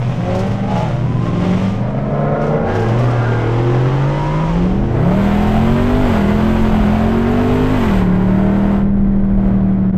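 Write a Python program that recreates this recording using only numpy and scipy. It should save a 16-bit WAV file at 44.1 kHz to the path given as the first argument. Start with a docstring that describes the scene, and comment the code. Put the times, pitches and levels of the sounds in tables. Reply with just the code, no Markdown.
"""A V8 car ahead revs away with howling tyres, heard from inside a second V8 car that follows it. The near
engine then pulls from low revs, kicks down, shifts up twice and eases into a cruise. Firing pulses and puffs of
noise make the exhausts; wavering sines make the engine notes and booms. Shaped noise makes the road rumble, the
rushing air and a few gritty ticks; gliding tones make the tyres and one high engine whine of the car ahead."""
import sys
import numpy as np
from scipy import signal
from scipy.fft import rfft, irfft, next_fast_len
from scipy.io import wavfile
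from scipy.ndimage import uniform_filter1d

SR = 44100
rng = np.random.default_rng(int(sys.argv[2]) if len(sys.argv) > 2 else 0)


def waveform_to_disk(signal):
    """Save audio, clipped to [-1, 1], as 16-bit WAV at the path in sys.argv[1]."""
    frames = np.transpose(np.atleast_2d(signal))
    scaled = np.clip(frames, -1, 1) * 32767
    samples = np.round(scaled).astype(np.int16)
    wavfile.write(sys.argv[1], SR, samples)


N = 439677


def from_db(db):
    """Turns decibels into a gain."""
    return 10 ** (np.asarray(db) / 20)


def rms_one(x):
    """Scales x to an average strength (rms) of 1."""
    return x / np.sqrt(np.mean(x ** 2) + 1e-20)


def follow(rows, control):
    """Reads each column of a table at the control's value, with straight lines between rows."""
    x, *columns = np.transpose(rows)
    return [np.interp(control, x, column) for column in columns]


def in_time(rows):
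    """Turns a table whose first column is time into one curve per remaining column."""
    return follow(rows, np.arange(N) / SR)


def sounding(rows, fade_s):
    """Is 1 during a table's time span and fades to 0 outside it."""
    t = np.arange(N) / SR
    inside_s = np.minimum(t - rows[0][0], rows[-1][0] - t)
    return np.clip(1 + inside_s / fade_s, 0, 1)


def swell(start, end, attack_s, release_s):
    """Rises smoothly, holds and falls: 0-1, half-way up at start and half-way down at end."""
    t = np.arange(N) / SR
    rise = .5 + .5 * np.tanh(2 * (t - start) / attack_s)
    fall = .5 + .5 * np.tanh(2 * (end - t) / release_s)
    return rise * fall


def swells(rows, fade_s):
    """Sums events (start, end, values..) into one curve per value."""
    return sum(np.outer(values, swell(start, end, fade_s, fade_s)) for start, end, *values in rows)


def drift(rate):
    """Wanders smoothly at random with spread 1; a higher rate wanders faster."""
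    step = 40  # samples between the points of the slow curve
    r = np.exp(-2 * step * np.pi * rate / SR)
    raw = rng.standard_normal(N // step + 2002)
    slow = signal.lfilter([1], [1, -2 * r, r * r], raw)[2000:]  # drops the filter's start-up
    return np.interp(np.arange(N) / step, np.arange(len(slow)), rms_one(slow))


def noise():
    """Makes fresh white noise."""
    return rng.standard_normal(N)


def colour(x, spectrum):
    """Filters x to the drawn response, then scales it to rms 1."""
    hz, db = np.transpose(spectrum)
    size = next_fast_len(N + SR // 10)
    f = np.maximum(np.fft.rfftfreq(size, 1 / SR), 1)
    gain = from_db(np.interp(np.log(f), np.log(hz), db, left=-90, right=-90))
    return rms_one(irfft(rfft(x, size) * gain, size)[:N])


def even(x):
    """Holds the slow level near 1 and keeps the fast throb."""
    slow_power = np.abs(uniform_filter1d(x ** 2, SR // 8))
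    return x / np.sqrt(slow_power + 1e-9)


# Road rumble as the car gathers speed: t/s, level/dB (before bumps and trim)
RUMBLE_LEVEL = [(0, -22.5), (3.9, -24.5), (4.6, -22.5), (9.97, -19)]
# Rough stretches of road: start t/s, end t/s, added level/dB
BUMPS = [(4.66, 4.9, 8), (5.4, 5.8, 6.5), (5.85, 6.14, 10), (6.48, 6.85, 9.5), (7.42, 8.2, 5),
         (8.85, 9.5, 8)]
# Tone of the rumble: f/Hz, relative level/dB
RUMBLE_SPECTRUM = [(11, -18.5), (20, 5), (29, 0), (42, -4), (62, -7.5), (85, -22), (130, -28), (250, -37)]
# Tone of the cabin's low resonances: f/Hz, relative level/dB
CABIN_DRONE = [(60, -12.5), (90, -5.5), (115, -1.5), (160, -3), (220, -7), (290, -8.5), (450, -25)]


def road():
    """Buffeting and tyre rumble are low noise, joined by noise at the cabin's own low resonances."""
    rumble_db = in_time(RUMBLE_LEVEL)[0] + swells(BUMPS, fade_s=0.15)[0] + 0.67 * drift(1.3)
    rumble = from_db(rumble_db - 5.5) * even(colour(noise(), RUMBLE_SPECTRUM))
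    drone = from_db(-26.5 + 1.1 * drift(3.9)) * colour(noise(), CABIN_DRONE)
    return rumble + drone


# Gritty ticks: t/s, strength level/dB (before trim and colouring)
TICKS = [(0.3501, -30), (0.391, -30), (0.4674, -36), (0.5124, -37), (0.7743, -33), (2.1994, -48),
         (2.4144, -38), (2.4674, -39), (2.7514, -32), (2.7945, -36), (2.8214, -37), (2.8844, -35),
         (2.9894, -33), (3.0344, -38), (3.1058, -37)]


def grit(decay_s, level_db):
    """Each tick is a short, dying spray of tiny noise grains of uneven strength."""
    hits = np.zeros(N)
    for s, db in TICKS:
        hits[round(s * SR)] = from_db(db + level_db)
    spray = signal.lfilter([1], [1, -np.exp(-1 / (decay_s * SR))], hits + 1e-18)
    grains = noise() * from_db(4 * noise())
    # f/Hz, relative level/dB
    spectrum = [(2000, -7), (5500, 6.5), (8500, -6.5), (11300, -15), (13000, -12), (15500, -24)]
    return spray * colour(grains, spectrum)


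def air(hiss_db, spectrum):
    """Rushing air is noise that flutters around the level an engine sets."""
    flutter_db = .8 * drift(40)
    return from_db(hiss_db - .5 + flutter_db) * colour(noise(), spectrum)


def cabin(x, wet):
    """Adds quick cabin reflections, whose mix shifts as the listening spot is carried about."""
    t60_s = 0.16  # time for reflections to die by 60 dB
    t = np.arange(SR // 20) / SR
    dying = from_db(-60 * t / t60_s)
    reflections = 0
    for _ in range(3):
        path = signal.oaconvolve(x, rng.standard_normal(len(t)) * dying)[:N]
        reflections = reflections + drift(1.48) * path
    return rms_one(x) + wet * rms_one(reflections)


# Engine speeds count four-stroke cycles (two crank turns); a V8 fires eight times a cycle.
# Engine order k is a tone at k times the cycles per second.
def crank(speed, flutter):
    """Counts the engine cycles turned so far, at a slightly unsteady speed."""
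    return np.cumsum(speed * (1 + flutter * drift(9))) / SR


def boom(turns, orders, waver):
    """Low engine orders are sines locked to the turning engine; each wavers in strength."""
    total = 0
    for order, db in orders:
        strength = np.sqrt(2) * from_db(db) * (1 + waver * drift(20))
        total = total + strength * np.sin(2 * np.pi * (round(order) * turns + rng.random()))
    return total


def blare(turns, blares, waver):
    """Single engine orders swell as they meet a tailpipe resonance, then sink back."""
    fade_s = 0.14
    return sum(swell(start, end, fade_s, fade_s) * boom(turns, [(order, db)], waver)
               for start, end, order, db in blares)


# Cylinders in firing order: strength level/dB, lateness at the tailpipe/share of the firing gap
CYLINDERS = [(-2, -0.0048), (-6, 0.258), (-9, 0.051), (0, -0.129), (1, 0.2966), (-8, -0.046), (-7, 0.173),
             (-4.5, 0.346)]


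def firings(turns, rough, jitter_s):
    """Each cylinder sends one pulse; the two banks arrive unevenly, which gives the V8 burble."""
    strength_db, late = np.transpose(CYLINDERS)
    count = np.arange(int(turns[-1] * len(late)) - 1)
    cylinder = count % len(late)
    at = np.interp((count + late[cylinder]) / len(late), turns, np.arange(N)).astype(int)
    time_luck, strength_luck = rng.standard_normal((N // 100, 2))[:len(at)].T
    # no two charges burn alike: the spread in timing blurs the highest orders
    at = np.clip(at + jitter_s * SR * time_luck, 0, N - 1).astype(int)
    pulses = np.zeros(N)
    pulses[at] = from_db(strength_db[cylinder]) * (1 + rough[at] * strength_luck)
    return pulses


# Tone of the treble rasp of both exhausts: f/Hz, relative level/dB
RASP = [(1500, -18.5), (2000, -6), (2500, -2), (3100, -3), (3900, -10.5), (5000, -16), (6000, -21.5),
        (7500, -44.5)]
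# Share of gas noise in growl and bark, per unit of firing roughness
GAS_IN_GROWL, GAS_IN_BARK = 1.4, 2.3


def exhaust(turns, levels_db, rough, growl, bark, gas_rasp):
    """Each firing is a pressure pulse and a dying puff of gas noise, which takes over towards the treble."""
    growl_db, bark_db, rasp_db = levels_db
    puff_s = 0.038
    pulses = firings(turns, rough, jitter_s=.00008)
    puff = signal.lfilter([1], [1, -np.exp(-1 / (puff_s * SR))], np.abs(pulses))
    tone = even(cabin(pulses, wet=2.06))
    gas = even(puff * noise())
    layers = [
        (growl, growl_db - .8, GAS_IN_GROWL * rough),
        (bark, bark_db - .3, GAS_IN_BARK * rough),
        (RASP, rasp_db, gas_rasp),
    ]
    return sum(from_db(db) * even(colour(tone + gas_share * gas, spectrum))
               for spectrum, db, gas_share in layers)


# Howls of the car ahead's tyres, plus one high engine order of that car (the glide from 0.921 s): start t/s,
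# end t/s, start f/Hz, end f/Hz, level/dB (before trim)
HOWLS = [(0.662, 0.897, 827, 860, -25.5), (0.667, 0.853, 690, 643, -25), (0.921, 1.555, 950, 1124, -34),
         (1.815, 2.301, 659, 602, -28), (2.05, 2.707, 551.5, 537, -25), (2.119, 2.716, 584, 600, -24),
         (2.45, 2.94, 790, 810, -28), (2.096, 2.65, 1273, 1285, -36), (2.121, 2.853, 1428, 1400, -36),
         (2.622, 2.946, 1600, 1640, -33), (3.081, 3.48, 1600, 1574, -32.5),
         (2.95, 3.348, 1165, 1203, -32.5), (3.049, 3.554, 1370, 1424, -33)]


def tyres(wander, flicker_db):
    """Tread sticks and slips: each howl is an unsteady gliding tone that swells and dies. The glide from 0.921
    s is a high order of the engine ahead, played the same way."""
    t, out = np.arange(N) / SR, np.zeros(N)
    for start, end, start_hz, end_hz, db in HOWLS:
        on = (t > start) & (t < end)
        progress = (t[on] - start) / (end - start)
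        glide_hz = start_hz + (end_hz - start_hz) * progress
        hz = glide_hz * (1 + wander * drift(55)[on])
        strength = np.sqrt(np.sin(np.pi * progress)) * from_db(db + flicker_db * drift(34)[on])
        out[on] += strength * np.sin(2 * np.pi * np.cumsum(hz) / SR)
    return out


# Surges of the car ahead: start t/s, end t/s, strength level/dB, brightness/dB per octave
SURGES = [(-.1, 0.26, -4.5, 1), (0.263, .5, -0.6, 0), (.52, 0.685, -5, 0), (0.702, 0.884, 1, 0.5),
          (0.917, 1.256, -7, 0.5), (1.223, 1.422, -3.5, .5), (1.404, 1.712, 0, 1), (1.78, 2.15, -3.5, -4),
          (2.145, 2.68, 1.2, -7), (2.42, 2.518, -8, 1.5), (2.69, 2.823, 4.5, -2.3), (2.86, 4.13, 1.8, -1.6),
          (4.134, 4.66, -0.5, -0.2), (4.647, 5.1, -6.5, -0.5)]
# Growl, bark, rasp and hiss of a surge: base level/dB, pitch region/octaves above 1 kHz
SURGE_VOICES = [(-23.5, -0.5), (-27, 0), (-35.5, 1.5), (-49.5, 2)]


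def surges():
    """Gives the growl, bark, rasp and hiss levels in dB as surges swell, each with its own brightness."""
    shapes = [(swell(start, end, attack_s=0.061, release_s=0.15), db, tilt_db)
              for start, end, db, tilt_db in SURGES]
    levels_db = []
    for voice_db, octaves in SURGE_VOICES:
        power = sum(shape * from_db(db + tilt_db * octaves) ** 2 for shape, db, tilt_db in shapes)
        levels_db.append(voice_db + 10 * np.log10(1e-9 + power))
    return levels_db


# Engine of the car ahead, through two upshifts: t/s, speed/cycles per s
LEAD_SPEED = [(0, 20.1), (.5, 24.3), (.7, 24.7), (.92, 17.7), (1.1, 20.2), (1.5, 22.9), (2.0, 25.8),
              (2.75, 28.9), (2.92, 25.95), (3.22, 37.3), (3.52, 42.8), (3.78, 44.9), (4.05, 50.5),
              (4.3, 53.5), (4.46, 54.1), (4.68, 40.6), (4.9, 42.7)]
# How hard it is heard to pull: t/s, level/dB
LEAD_EFFORT = [(0, -26.5), (.45, -26.5), (.9, -23), (1.4, -21.5), (1.9, -24.5), (2.5, -26.5), (3, -27),
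               (3.4, -24), (3.8, -23), (4.4, -23.5), (4.58, -26.5), (4.9, -23)]
# Its firing note in the cabin: f/Hz, level/dB against its effort
LEAD_BOOM = [(140, 1), (162, -1.5), (184, 6.5), (208, -0.1), (250, 3.7), (316, -10), (355, 3), (430, -18)]
# Its weaker engine orders: order, level/dB against its effort
LEAD_ORDERS = [(4, -12.5), (5, -16.5), (6, -5.5), (7, -10), (9, -15.5), (10, -8.5), (11, -14.5), (12, -17),
               (18, -15), (19, -21.5), (24, -22)]
# Its growl thins out at high revs: speed/cycles per s, added level/dB
LEAD_GROWL_BY_SPEED = [(41, 0.5), (47, -5.5)]
# Tone of its growl: f/Hz, relative level/dB
LEAD_GROWL = [(230, -41), (300, -16), (360, -5.5), (410, -8), (455, -0.5), (580, -2.5), (700, -5.5),
              (850, -23)]
# Tone of its bark: f/Hz, relative level/dB
LEAD_BARK = [(580, -41), (730, -4.5), (820, 3), (930, 1.5), (1050, 0.5), (1220, -2), (1450, -5), (1700, -9),
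             (2000, -10.5), (2600, -30.5)]
# Tone of its hiss: f/Hz, relative level/dB
LEAD_HISS = [(4800, -2), (6000, -1.5), (8000, -8), (10000, -18.5), (11300, -24.5), (12600, -17),
             (14000, -33), (15500, -37)]
# Its tailpipe blares: start t/s, end t/s, engine order, level/dB
LEAD_BLARES = [(.27, 0.44, 16, -24), (0.22, 0.43, 24, -24.5), (0.19, 0.45, 32, -30), (0.56, 1, 32, -32.5),
               (1.2, 1.56, 16, -28.5), (1, 1.64, 13, -30), (2.1, 2.89, 16, -25), (2.67, 3.1, 13, -27.5),
               (2.3, 4, 24, -38.5), (4.1, 4.55, 18, -30.5), (4.12, 4.5, 19, -32.5), (4.28, 4.5, 23, -36),
               (4.15, 4.45, 32, -40)]


def car_ahead(share):
    """Its tailpipes point back at the cabin: a firing note, burble, blares, exhaust pulses and hiss."""
    speed, = in_time(LEAD_SPEED)
    effort_db, = in_time(LEAD_EFFORT)
    turns = crank(speed, flutter=.003)
    note_db = effort_db + follow(LEAD_BOOM, 8 * speed)[0]
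    note = boom(turns, [(8, note_db)], waver=0.25)
    burble = from_db(effort_db) * boom(turns, LEAD_ORDERS, waver=0.29)
    tones = sounding(LEAD_SPEED, fade_s=0.19) * (note + burble) + blare(turns, LEAD_BLARES, waver=.25)

    growl_db, bark_db, rasp_db, hiss_db = surges()
    growl_db = growl_db + follow(LEAD_GROWL_BY_SPEED, speed)[0]
    rough = np.full(N, 0.22)  # spread of the firing strengths
    pipes = exhaust(turns, (growl_db, bark_db, rasp_db), rough, LEAD_GROWL, LEAD_BARK, gas_rasp=2.0)
    return tones + np.sqrt(share) * (from_db(-2.5) * pipes + air(hiss_db, LEAD_HISS))


# Near engine rolling off idle: t/s, speed/cycles per s
IDLE_SPEED = [(0, 7.63), (.15, 7.74), (.3, 6.6), (.9, 7.72), (1.2, 7.5), (1.5, 6.28), (1.7, 6.61),
              (1.9, 7.94), (2.2, 9.04), (2.58, 9.45)]
# Near engine pulling, kicking down, shifting up twice and cruising: t/s, speed/cycles per s
NEAR_SPEED = [(2.65, 11.35), (2.8, 13.55), (3.0, 15.35), (3.45, 14.15), (3.8, 15.9), (4.35, 19.15),
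              (4.65, 22.4), (4.87, 26.8), (5.17, 39.1), (5.5, 42.2), (6.02, 51.2), (6.22, 39.3),
              (6.42, 43.4), (6.6, 44.25), (6.86, 41.7), (7.3, 47.2), (7.74, 52.1), (7.93, 38.6),
              (8.06, 36.2), (8.6, 39.9), (9.2, 39.5), (9.97, 37.6)]
# The near driver's foot: t/s, throttle/0-1
THROTTLE = [(0, 0.09), (2.6, 0.16), (2.9, .35), (4.5, 0.3), (4.9, 0.32), (5.25, 0.98), (6.95, 0.93),
            (7.2, .82), (7.5, 0.95), (7.98, 1), (8.08, 0.56), (8.76, 0.58), (8.9, 0.01), (9.38, 0.07),
            (9.47, 0.3), (9.58, 0.14), (9.97, 0)]
# What the throttle does, levels before flares and trims: throttle/0-1, growl level/dB, bark level/dB,
# rasp level/dB, hiss level/dB, second order added level/dB, weaker orders added level/dB,
# spread of firing strengths/share
BY_THROTTLE = [(0, -30.5, -38.5, -56, -74, -4.5, -7, 0.63), (.5, -22.5, -28.5, -44, -57.5, 1, -.5, 0.3),
               (1, -21.5, -24.5, -34, -46.5, 5.5, 0, 0.31)]
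# Gear changes: start t/s, end t/s, flare of bark, rasp and hiss level/dB, flare of growl level/dB,
# added spread of firing strengths/share
SHIFTS = [(4.93, 5.15, 1.5, 3, 0.23), (6.06, 6.2, 2.5, 2, .05), (7.78, 7.92, 1.5, -2, .25)]
# Cabin resonances met by the second engine order: f/Hz, level/dB (before load and trim)
SECOND_BOOM = [(26, -43), (42, -24.5), (72, -36), (84, -28), (100, -27.5)]
# Cabin resonances met by the third order: f/Hz, level/dB (before trim)
THIRD_BOOM = [(50, -38), (80, -26), (112, -23.5), (120, -28), (134, -28), (142, -32), (152, -26)]
# Cabin resonances met by the fifth order: f/Hz, level/dB (before trim)
FIFTH_BOOM = [(60, -41), (100, -38.5), (125, -21.5), (150, -24), (175, -13.5), (198, -14.5), (255, -17.5)]
# Cabin resonances met by the firing note, order eight: f/Hz, level/dB (before trim)
FIRING_BOOM = [(90, -24.5), (112, -17.5), (122, -14), (136, -15), (147, -19.5), (180, -13.5), (215, -24),
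               (325, -36.5), (365, -26.5), (415, -27)]
# Weaker engine orders: order, level/dB against order five (before throttle and trim)
NEAR_ORDERS = [(1, -12.5), (4, -11.5), (6, -17), (7, -21.5), (9, -14.5), (10, -34), (11, -28.5), (12, -27),
               (13, -33), (14, -23.5), (16, -28)]
# Tone of the near growl: f/Hz, relative level/dB
NEAR_GROWL = [(230, -29), (300, -5.5), (360, 3), (440, -0.5), (520, -4), (620, 0.5), (720, -2.5),
              (850, -24.5)]
# Tone of the near bark: f/Hz, relative level/dB
NEAR_BARK = [(580, -29), (730, -3.5), (820, 1), (920, 3), (1050, -0.5), (1250, -3), (1450, -2.5),
             (1700, -9), (2000, -10.5), (2600, -29)]
# Tone of the near hiss: f/Hz, relative level/dB
NEAR_HISS = [(4800, -28), (6000, 0), (8000, 1), (10000, -9.5), (11300, -14.5), (12100, -5), (12800, 1),
             (14000, -11.5), (15000, -19.5), (15700, -22.5)]
# Near tailpipe blares: start t/s, end t/s, engine order, level/dB
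NEAR_BLARES = [(4.88, 5.1, 4, -15.5), (5.44, 5.85, 3, -17), (5.05, 5.197, 16, -24.5), (5.27, 5.55, 18, -29),
               (7.247, 7.714, 9, -33), (8.1, 8.75, 16, -32.5), (8.103, 8.7, 8, -27.5)]


def near_engine(share):
    """It hums at idle, then its orders boom at cabin resonances; the throttle opens the exhaust."""
    speed, = in_time(list(IDLE_SPEED) + list(NEAR_SPEED))
    throttle, = in_time(THROTTLE)
    turns = crank(speed, flutter=.002)
    growl_db, bark_db, rasp_db, hiss_db, load_db, weak_db, rough = follow(BY_THROTTLE, throttle)
    flare_db, growl_flare_db, stumble = swells(SHIFTS, fade_s=0.058)

    hum_db = -22 + 1 * (speed - 7)  # -22 dB at 7 cycles per s, 1 dB more for each further cycle per s
    hum = boom(turns, [(16, hum_db)], waver=0.3)

    second_db, = follow(SECOND_BOOM, 2 * speed)
    third_db, = follow(THIRD_BOOM, 3 * speed)
    fifth_db, = follow(FIFTH_BOOM, 5 * speed)
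    firing_db, = follow(FIRING_BOOM, 8 * speed)
    drone = boom(turns, [(5, fifth_db), (8, firing_db)], waver=.08)
    weaker = [(order, fifth_db + weak_db + db) for order, db in NEAR_ORDERS]
    throb = boom(turns, [(2, second_db + load_db), (3, third_db)] + weaker, waver=0.16)
    pulling = from_db(0.2) * drone + from_db(1.26) * throb
    low = sounding(IDLE_SPEED, fade_s=0.085) * hum + sounding(NEAR_SPEED, fade_s=0.071) * pulling

    levels_db = (growl_db + growl_flare_db, bark_db + flare_db, rasp_db + flare_db)
    pipes = exhaust(turns, levels_db, rough + stumble, NEAR_GROWL, NEAR_BARK, gas_rasp=1.4)
    rush = air(hiss_db + flare_db, NEAR_HISS)
    return low + blare(turns, NEAR_BLARES, waver=0.11) + np.sqrt(1 - share) * (from_db(0.43) * pipes + rush)


# The car ahead draws away: t/s, its share of the exhaust power/0-1
LEAD_SHARE = [(0, 0.95), (2.7, 0.78), (4.4, 0.88), (4.8, 0.77), (5.1, 0.4)]
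# The level dips briefly: start t/s, end t/s, level/dB at full depth of the swell
DIPS = [(9.915, 9.925, -19)]


def scene():
    """Adds up the road, the grit and both cars, as heard in the cabin."""
    share = np.clip(in_time(LEAD_SHARE)[0], 0, 1)
    background = road() + grit(decay_s=0.027, level_db=-9)
    ahead = car_ahead(share) + from_db(1.0) * tyres(wander=0.02, flicker_db=3.0)
    dip = from_db(swells(DIPS, fade_s=.01)[0])
    return (background + ahead + near_engine(share)) * dip


def record(dry):
    """Rounds the peaks softly, then cuts the top of the treble steeply."""
    top, cutoff_hz = .85, 15650
    rounded = dry / (1 + (dry / top) ** 6) ** (1 / 6)
    lowpass = signal.ellip(10, .1, 80, cutoff_hz, fs=SR, output="sos")
    return signal.sosfilt(lowpass, rounded)


dry = scene()
out = record(dry)
waveform_to_disk(out)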